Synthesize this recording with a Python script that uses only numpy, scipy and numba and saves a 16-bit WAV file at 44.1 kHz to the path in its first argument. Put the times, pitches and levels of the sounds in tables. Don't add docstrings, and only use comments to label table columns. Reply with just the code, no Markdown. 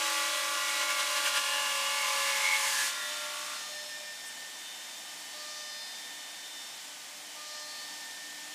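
import sys
import numpy as np
from scipy import signal
from scipy.fft import rfft, irfft, next_fast_len
from scipy.io import wavfile
from scipy.ndimage import uniform_filter1d
from numba import njit

SR = 44100
rng = np.random.default_rng(int(sys.argv[2]) if len(sys.argv) > 2 else 0)


def output_pcm(signal):
    pcm = np.clip(np.atleast_2d(signal).T, -1, 1) * 32767
    wavfile.write(sys.argv[1], SR, np.round(pcm).astype(np.int16))


N = 376613
T = np.arange(N) / SR

# chatter_multiple, turn_multiple, shallow_db, deep_db
ROUGH_TONES = [(0, 2, -46.5, -59.5), (0, 3, -74, -52), (0, 4, -55, -51), (0, 6, -74, -48.5),
               (0, 7, -82, -52), (0.999, -2, -48, -49.5), (1, -1, -48, -45), (1, 0, -39, -44.5),
               (0.998, 1, -48, -62), (2, 1, -54, -56), (3, -1, -55, -58), (4, -4, -58, -55),
               (4, -2, -53, -62), (2, -3, -42.5, -57.5), (2, -2, -50, -43), (2, -1, -68, -47),
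               (2, 0, -48, -55), (2, 2, -52, -60), (3.002, -8, -49, -51.5), (3, -4, -66, -48),
               (3, -2, -46, -59), (3, 0, -62, -58), (4, -7, -51, -56), (4, -10, -66, -49),
               (5, -10, -49.5, -47)]
# chatter_multiple, shallow_db, deep_db
FIXTURE_SUMS = [(1, -47.5, -48), (2, -46, -53)]
# time_s, gain_db
ROUGHING_GAIN = [(1.15, -2.5), (2.0, -0.5), (2.68, -0.5), (2.78, -3.5), (2.88, -7.5), (2.96, -20),
                 (3.2, -45)]
# chatter_multiple, turn_multiple, first_db, last_db
FINISH_TONES = [(0, 3, -59, -56), (0, 5, -63, -55), (0, 4, -59, -57), (1, 1, -69, -54), (1, 3, -62, -58),
                (1, 4, -55, -56), (2, -4, -52, -57), (2, -3, -51, -54), (2, -2, -49.5, -57),
                (3, -5, -50.5, -58)]
# time_s, level_db
FINISH_HUM = [(3.0, -55), (3.2, -61), (3.33, -45), (3.53, -54), (3.73, -70)]
# time_s, gain_db
ROAR_GAIN = [(0, -35.5), (1.0, -36), (2.85, -35.5), (2.93, -40), (3.53, -43.5), (3.65, -49.5), (4.3, -57)]
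# frequency_hz, relative_db (per Hz)
ROAR_COLOUR = [(100, -47.5), (400, -24.5), (750, -20), (1100, -11), (1700, -9.5), (2800, -6), (5000, -8.5),
               (9000, -12), (15000, -25)]
# start_s, peak_s, end_s, first_hz, last_hz, width_hz, gain_db
POCKET = [(0.549, .92, 1.32, 2200, 2140, 160, -41.5), (1.15, 1.5, 2.66, 2900, 2730, 260, -40),
          (1.305, 1.55, 1.8, 1730, 1650, 110, -41.5), (1.8, 2.55, 2.77, 2210, 2140, 220, -34.5),
          (2.618, 2.8, 2.87, 1750, 1680, 220, -37.5)]
# centre_s, level_db
JUDDERS = [(.82, -39), (.91, -37), (1.005, -37), (1.175, -36), (1.27, -31), (1.371, -31.5), (2.29, -43),
           (2.375, -48), (2.455, -42), (2.55, -40), (2.68, -40)]
# centre_hz, width_hz, relative_db
JUDDER_MODES = [(1660, 400, 0.16), (2840, 1300, 1.9), (5950, 7000, -1.2)]
# turn_multiple, level_db
DRILL_TONES = [(1, -60.5), (4, -59), (5, -52), (6, -45.5), (12, -52), (18, -56), (20, -55)]
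# centre_hz, width_hz, lift_db
FRAME = [(1240, 38, 12)]
# start_s, end_s, level_db, centre_hz, width_hz
BLASTS = [(2.483, 2.89, -36.5, 6500, 9000), (4.246, 4.29, -48, 8700, 5000)]
# time_s, sixth_multiple_db, twelfth_multiple_db, eighteenth_multiple_db
WHINE = [(2.7, -65, -57, -66), (3.05, -49, -45, -58), (3.4, -57, -54.5, -57), (3.8, -51, -52.5, -51.5),
         (4.45, -51.5, -58, -59), (4.71, -54, -49.5, -66), (4.75, -59, -52.5, -61),
         (5.35, -55.5, -61.5, -56.5), (5.7, -50.5, -50, -64), (6.3, -55.5, -53.5, -61),
         (6.65, -57, -50, -55.5), (6.85, -69, -62, -66), (7.4, -62, -71, -62), (7.55, -52, -59, -59),
         (8.15, -50.5, -58, -61), (8.54, -52.5, -79, -61)]
# turn_multiple, level_db
IDLE_TONES = [(1, -73.5), (2, -70), (3, -69.5), (4, -69.5), (5, -71), (10, -62)]
# contact_s, full_depth_s, flute_db, hiss_db
TRIMS = [(3.537, 3.61, -53, -45.5), (5.334, 5.576, -54.5, -45), (7.355, 7.62, -54.5, -45)]
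# turn_multiple, relative_db
FLUTE_TONES = [(2, -5.5), (4, -0.5), (8, -10)]
# start_s, end_s, turn_multiple, peak_db
SINGING = [(3.5, 3.95, 14, -53), (3.64, 4.2, 17, -55.5), (3.55, 3.86, 22, -55), (5.63, 5.97, 14, -53),
           (5.1, 6.02, 15, -57), (5.53, 6.03, 16, -53.5), (5.57, 5.95, 17, -50.5), (5.48, 5.8, 20, -55),
           (7.45, 7.88, 14, -51.5), (7.66, 7.96, 15, -50.5), (5.35, 5.2, 14, -56), (3.93, 4.16, 8, -55),
           (4.05, 4.94, 5, -66.5)]
# frequency_hz, relative_db (per Hz)
SHOP_COLOUR = [(25, -44), (60, -42), (130, -15), (290, -6.5), (394, -13), (790, -0.5), (1350, -7.5),
               (1810, 0), (2780, -3), (3090, 0.5), (3930, -2.5), (7480, -2.5), (13500, -15), (15000, -16.5)]

PLUNGE_S, DEEP_S, ROUGH_END_S = 1.1, 2.57, 2.88
FINISH_START_S, FINISH_END_S = 2.76, 3.54
ENTRY_DEPTH = 0.099
LOADED_HZ = 298.7
SLIP_HZ = 1.035
CHATTER_HZ, FINISH_CHATTER_HZ, CHATTER_SAG_S = 1152.8, 1137, .35
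FIXTURE_HZ, FIXTURE_WIDTH_HZ = (1041, 1030), 28
FIXTURE_DB, FIXTURE_FADE_DB_S = (-47, -42.5), 33
FLUTE_PAIR_DB, FLUTE_PAIR_FADE_DB_S, FLUTE_PAIR_END_S = -53, 11.5, 4.08
POCKET_LIFT_DB = 37.5
REPEAT_HZ = 42.69
REPEAT_KEEP, REPEAT_DB = 0.818, -2
JUDDER_S = 0.017
JUDDER_GRIP_DB, JUDDER_ROAR_DB = 24.5, 22
RELIEF, RELIEF_S = 0.51, 0.044

DRILL_HZ, DRILL_OFF_S, DRILL_SAG_HZ_S, DRILL_FADE_DB_S, DRILL_DROP_DB = 326.1, 1.2, 96, 10, 5.5

BLAST_RISE_S, BLAST_T60_S = 0.15, 0.084

IDLE_HZ = 300.65
BEAT_DEPTH, BEAT_END_S = 0.68, 4.36
TRIM_OUT_S = 0.53
FLUTE_FADE_DB_S2 = 33

SHOP_DB, TOP_HZ = -44.5, 15200


def main_cut():
    bite = bites()
    grip = throb(bite, JUDDER_GRIP_DB)
    depth = np.interp(T, [PLUNGE_S, DEEP_S], [ENTRY_DEPTH, 1])
    sag = np.exp(-after(ROUGH_END_S - .06) / CHATTER_SAG_S)
    chatter_hz = FINISH_CHATTER_HZ + (CHATTER_HZ - FINISH_CHATTER_HZ) * sag
    turn = angle(main_turns() * (1 + 0.00042 * walk(9.75)))
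    chatter = angle(chatter_hz + 1.198 * walk(12))
    fixture_hz = np.interp(T, [PLUNGE_S - .15, PLUNGE_S], FIXTURE_HZ)
    shake = angle(fixture_hz + 5 * walk(25.15))
    tones = grip * roughing(turn, chatter, shake, depth) + finishing(turn, chatter)
    fixture_db = np.interp(depth, [0, 1], FIXTURE_DB) - FIXTURE_FADE_DB_S * after(ROUGH_END_S - .15)
    fixture = ring(fixture_hz, FIXTURE_WIDTH_HZ) * amp(fixture_db) * gate(-1, 3.1, 0.082) * grip
    return tones + chip_roar(bite) + pocket(tones, bite) + fixture


def roughing(turn, chatter, shake, depth):
    rough_db = curve(ROUGHING_GAIN)[0]
    out = 0
    for m, k, shallow_db, deep_db in ROUGH_TONES:
        db = shallow_db + depth * (deep_db - shallow_db) + rough_db
        out = out + tone(m * chatter + k * turn, db, 2.17, (0, 3.2))
    for m, shallow_db, deep_db in FIXTURE_SUMS:
        db = shallow_db + depth * (deep_db - shallow_db) + rough_db
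        out = out + tone(m * chatter + shake, db, 2.6, (0, 3.2))
    return out


def finishing(turn, chatter):
    progress = np.interp(T, [FINISH_START_S + 0.32, FINISH_END_S - .15], [0, 1])
    sums = 0
    for m, k, first_db, last_db in FINISH_TONES:
        db = first_db + progress * (last_db - first_db)
        sums = sums + tone(m * chatter + k * turn, db, 3.0, (2.6, 3.8))
    sums = sums * gate(FINISH_START_S, 3.7, 0.048) * amp(-120 * after(FINISH_END_S))
    pair_db = FLUTE_PAIR_DB - FLUTE_PAIR_FADE_DB_S * after(FINISH_END_S)
    pair = tone(2 * turn, pair_db, 3.0, (2.6, 4.4)) * gate(ROUGH_END_S, FLUTE_PAIR_END_S, 0.054)
    hum = tone(chatter, curve(FINISH_HUM)[0], 2.4, (2.6, 3.8)) * gate(FINISH_START_S, 3.7, 0.063)
    return sums + pair + hum


def chip_roar(bite):
    chips = coloured(ROAR_COLOUR) + amp(REPEAT_DB) * repeating(coloured(ROAR_COLOUR))
    gain = amp(curve(ROAR_GAIN)[0] + 0.57 * walk(7.2)) * gate(-1, 3.88, 0.25)
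    return chips * gain * throb(bite, JUDDER_ROAR_DB)


def pocket(tones, bite):
    out = 0
    for start, peak, end, first_hz, last_hz, width_hz, db in POCKET:
        hz = np.interp(T, [start, end], [first_hz, last_hz])
        clatter = repeating(ring(hz, width_hz)) * throb(bite, JUDDER_GRIP_DB)
        lifted = amp(POCKET_LIFT_DB) * svf(tones, hz, 1. * width_hz)
        out = out + amp(db) * np.interp(T, [start, peak, end], [0, 1, 0]) * (clatter + lifted)
    return out


def judders():
    return bites() * unit(sum(amp(db) * ring(hz, width_hz) for hz, width_hz, db in JUDDER_MODES))


def main_turns():
    return np.where(T < FINISH_END_S, LOADED_HZ, IDLE_HZ - SLIP_HZ)


def bites():
    return sum(amp(db) * np.exp(-.5 * ((T - s) / JUDDER_S) ** 2) for s, db in JUDDERS)


def throb(bite, grip_db):
    relief = RELIEF * np.roll(bite, int(RELIEF_S * SR))
    return np.maximum(1 + amp(grip_db) * (bite - relief), .2)


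def repeating(x):
    lag = int(round(SR / REPEAT_HZ))
    rounds = np.resize(x, (N // lag + 1, lag))
    return unit(signal.lfilter([1], [1, -REPEAT_KEEP], rounds, axis=0).ravel()[:N])


def drill():
    hz = np.maximum(DRILL_HZ - DRILL_SAG_HZ_S * after(DRILL_OFF_S), 1)
    turn = angle(hz * (1 + 0.00095 * walk(14.5)))
    fall_db = DRILL_DROP_DB * np.minimum(20 * after(DRILL_OFF_S), 1) + DRILL_FADE_DB_S * after(DRILL_OFF_S)
    out = 0
    for k, db in DRILL_TONES:
        lift_db = sum(lift * np.exp(-.5 * ((k * hz - at) / width) ** 2) for at, width, lift in FRAME)
        out = out + tone(k * turn, db - fall_db + lift_db, 2.4, (0, 2.85))
    return gate(-1, 3.0, 0.085) * out


def air():
    out = 0
    for start, end, db, hz, width_hz in BLASTS:
        rise = np.clip((T - start) / min(BLAST_RISE_S, (end - start) / 2), 0, 1)
        out = out + ring(hz, width_hz) * rise * amp(db - 60 * after(end) / BLAST_T60_S)
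    return out


def neighbour():
    turn = angle(IDLE_HZ * (1 + .0002 * walk(10)))
    shaft = sum(tone(k * turn, db, 3.8, (0, 9)) for k, db in IDLE_TONES)
    return slot_whine(turn) + shaft + singing(turn) + trims(turn)


def slot_whine(turn):
    slot_db, *upper_db = curve(WHINE)
    slip = angle(6 * SLIP_HZ * (T > FINISH_END_S))
    beat = BEAT_DEPTH * gate(FINISH_END_S, BEAT_END_S, 0.12) * np.exp(1j * slip)
    out = np.abs(1 - beat) * tone(6 * turn, slot_db, 1.2, (2.7, 9))
    for k, db in enumerate(upper_db):
        out = out + tone(6 * (k + 2) * turn, db, 0.94, (2.7, 9))
    return out * gate(2.4, 9, 0.094)


def singing(turn):
    out = 0
    for start, end, k, db in SINGING:
        hump = np.sqrt(np.abs(np.sin(np.pi * np.clip(after(start) / (end - start), 0, 1))))
        out = out + hump * tone(k * turn, db, 0.47, (start, end))
    return out


def trims(turn):
    out = 0
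    for start, full, flute_db, hiss_db in TRIMS:
        end = full + TRIM_OUT_S
        fade_db = flute_db - FLUTE_FADE_DB_S2 * after(start) ** 2
        flutes = sum(tone(k * turn, fade_db + db, 1.4, (start, end + .1)) for k, db in FLUTE_TONES)
        out = out + gate(start, start + 2.12 * (full - start), 0.012) * flutes
        swell_s = [start, full - .03, full + 0.065, end - .12, end]
        swell = np.interp(T, swell_s, [0.47, 1.0, 0.48, 0.36, 0.18], left=0)
        hiss_hz = np.interp(T, [start, full, end], [4100, 5300, 4500])
        out = out + amp(hiss_db) * swell * ring(hiss_hz, 3300)
    return out


def shop():
    return coloured(SHOP_COLOUR) * amp(SHOP_DB + .5 * walk(4.56))


def amp(db):
    return 10 ** (np.asarray(db) / 20)


def curve(table):
    s, *columns = np.transpose(table)
    return [np.interp(T, s, c) for c in columns]


def after(s):
    return np.maximum(T - s, 0)


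def gate(start, end, edge):
    return np.clip(np.minimum(T - start, end + edge - T) / edge, 0, 1)


def unit(x):
    return x / np.sqrt(np.mean(x ** 2))


def coloured(points):
    size = next_fast_len(N)
    hz, db = np.transpose(points)
    bin_hz = np.arange(1, size // 2 + 2) * SR / size
    gain = amp(np.interp(np.log(bin_hz), np.log(hz), db))
    return unit(irfft(rfft(rng.standard_normal(size)) * gain, size)[:N])


def walk(rate):
    k = int(SR / rate)
    steps = np.repeat(rng.standard_normal(N // k + 1), k)
    return 1.313 * uniform_filter1d(uniform_filter1d(steps, k), k)[:N]


WAVER = walk(13)


def angle(hz):
    return 2 * np.pi * np.cumsum(hz) / SR


def tone(phase, db, waver_db, span):
    out, part = np.zeros(N), slice(int(span[0] * SR), int(span[1] * SR))
    gain = amp((db + waver_db * np.roll(WAVER, rng.integers(N)))[part])
    out[part] = np.sqrt(2) * gain * np.sin(phase[part] + rng.uniform(0, 2 * np.pi))
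    return out


@njit
def svf(x, hz, width):
    y, band, low = np.empty(len(x)), 0., 0.
    for i in range(len(x)):
        g, k = np.tan(np.pi * hz[i] / SR), width / hz[i]
        v = (band + g * (x[i] - low)) / (1 + g * (g + k))
        band, low, y[i] = 2 * v - band, low + 2 * g * v, k * v
    return y


def ring(hz, width_hz):
    hz = hz + 0 * T
    once = svf(rng.standard_normal(N), hz, 1. * width_hz)
    return unit(svf(once, hz, 1. * width_hz))


def scene():
    mid = main_cut() + judders() + drill() + air() + neighbour() + shop()
    return np.array([mid, mid])


def record(dry):
    return signal.sosfilt(signal.ellip(10, .2, 70, TOP_HZ, fs=SR, output="sos"), dry)


dry = scene()
out = record(dry)
output_pcm(out)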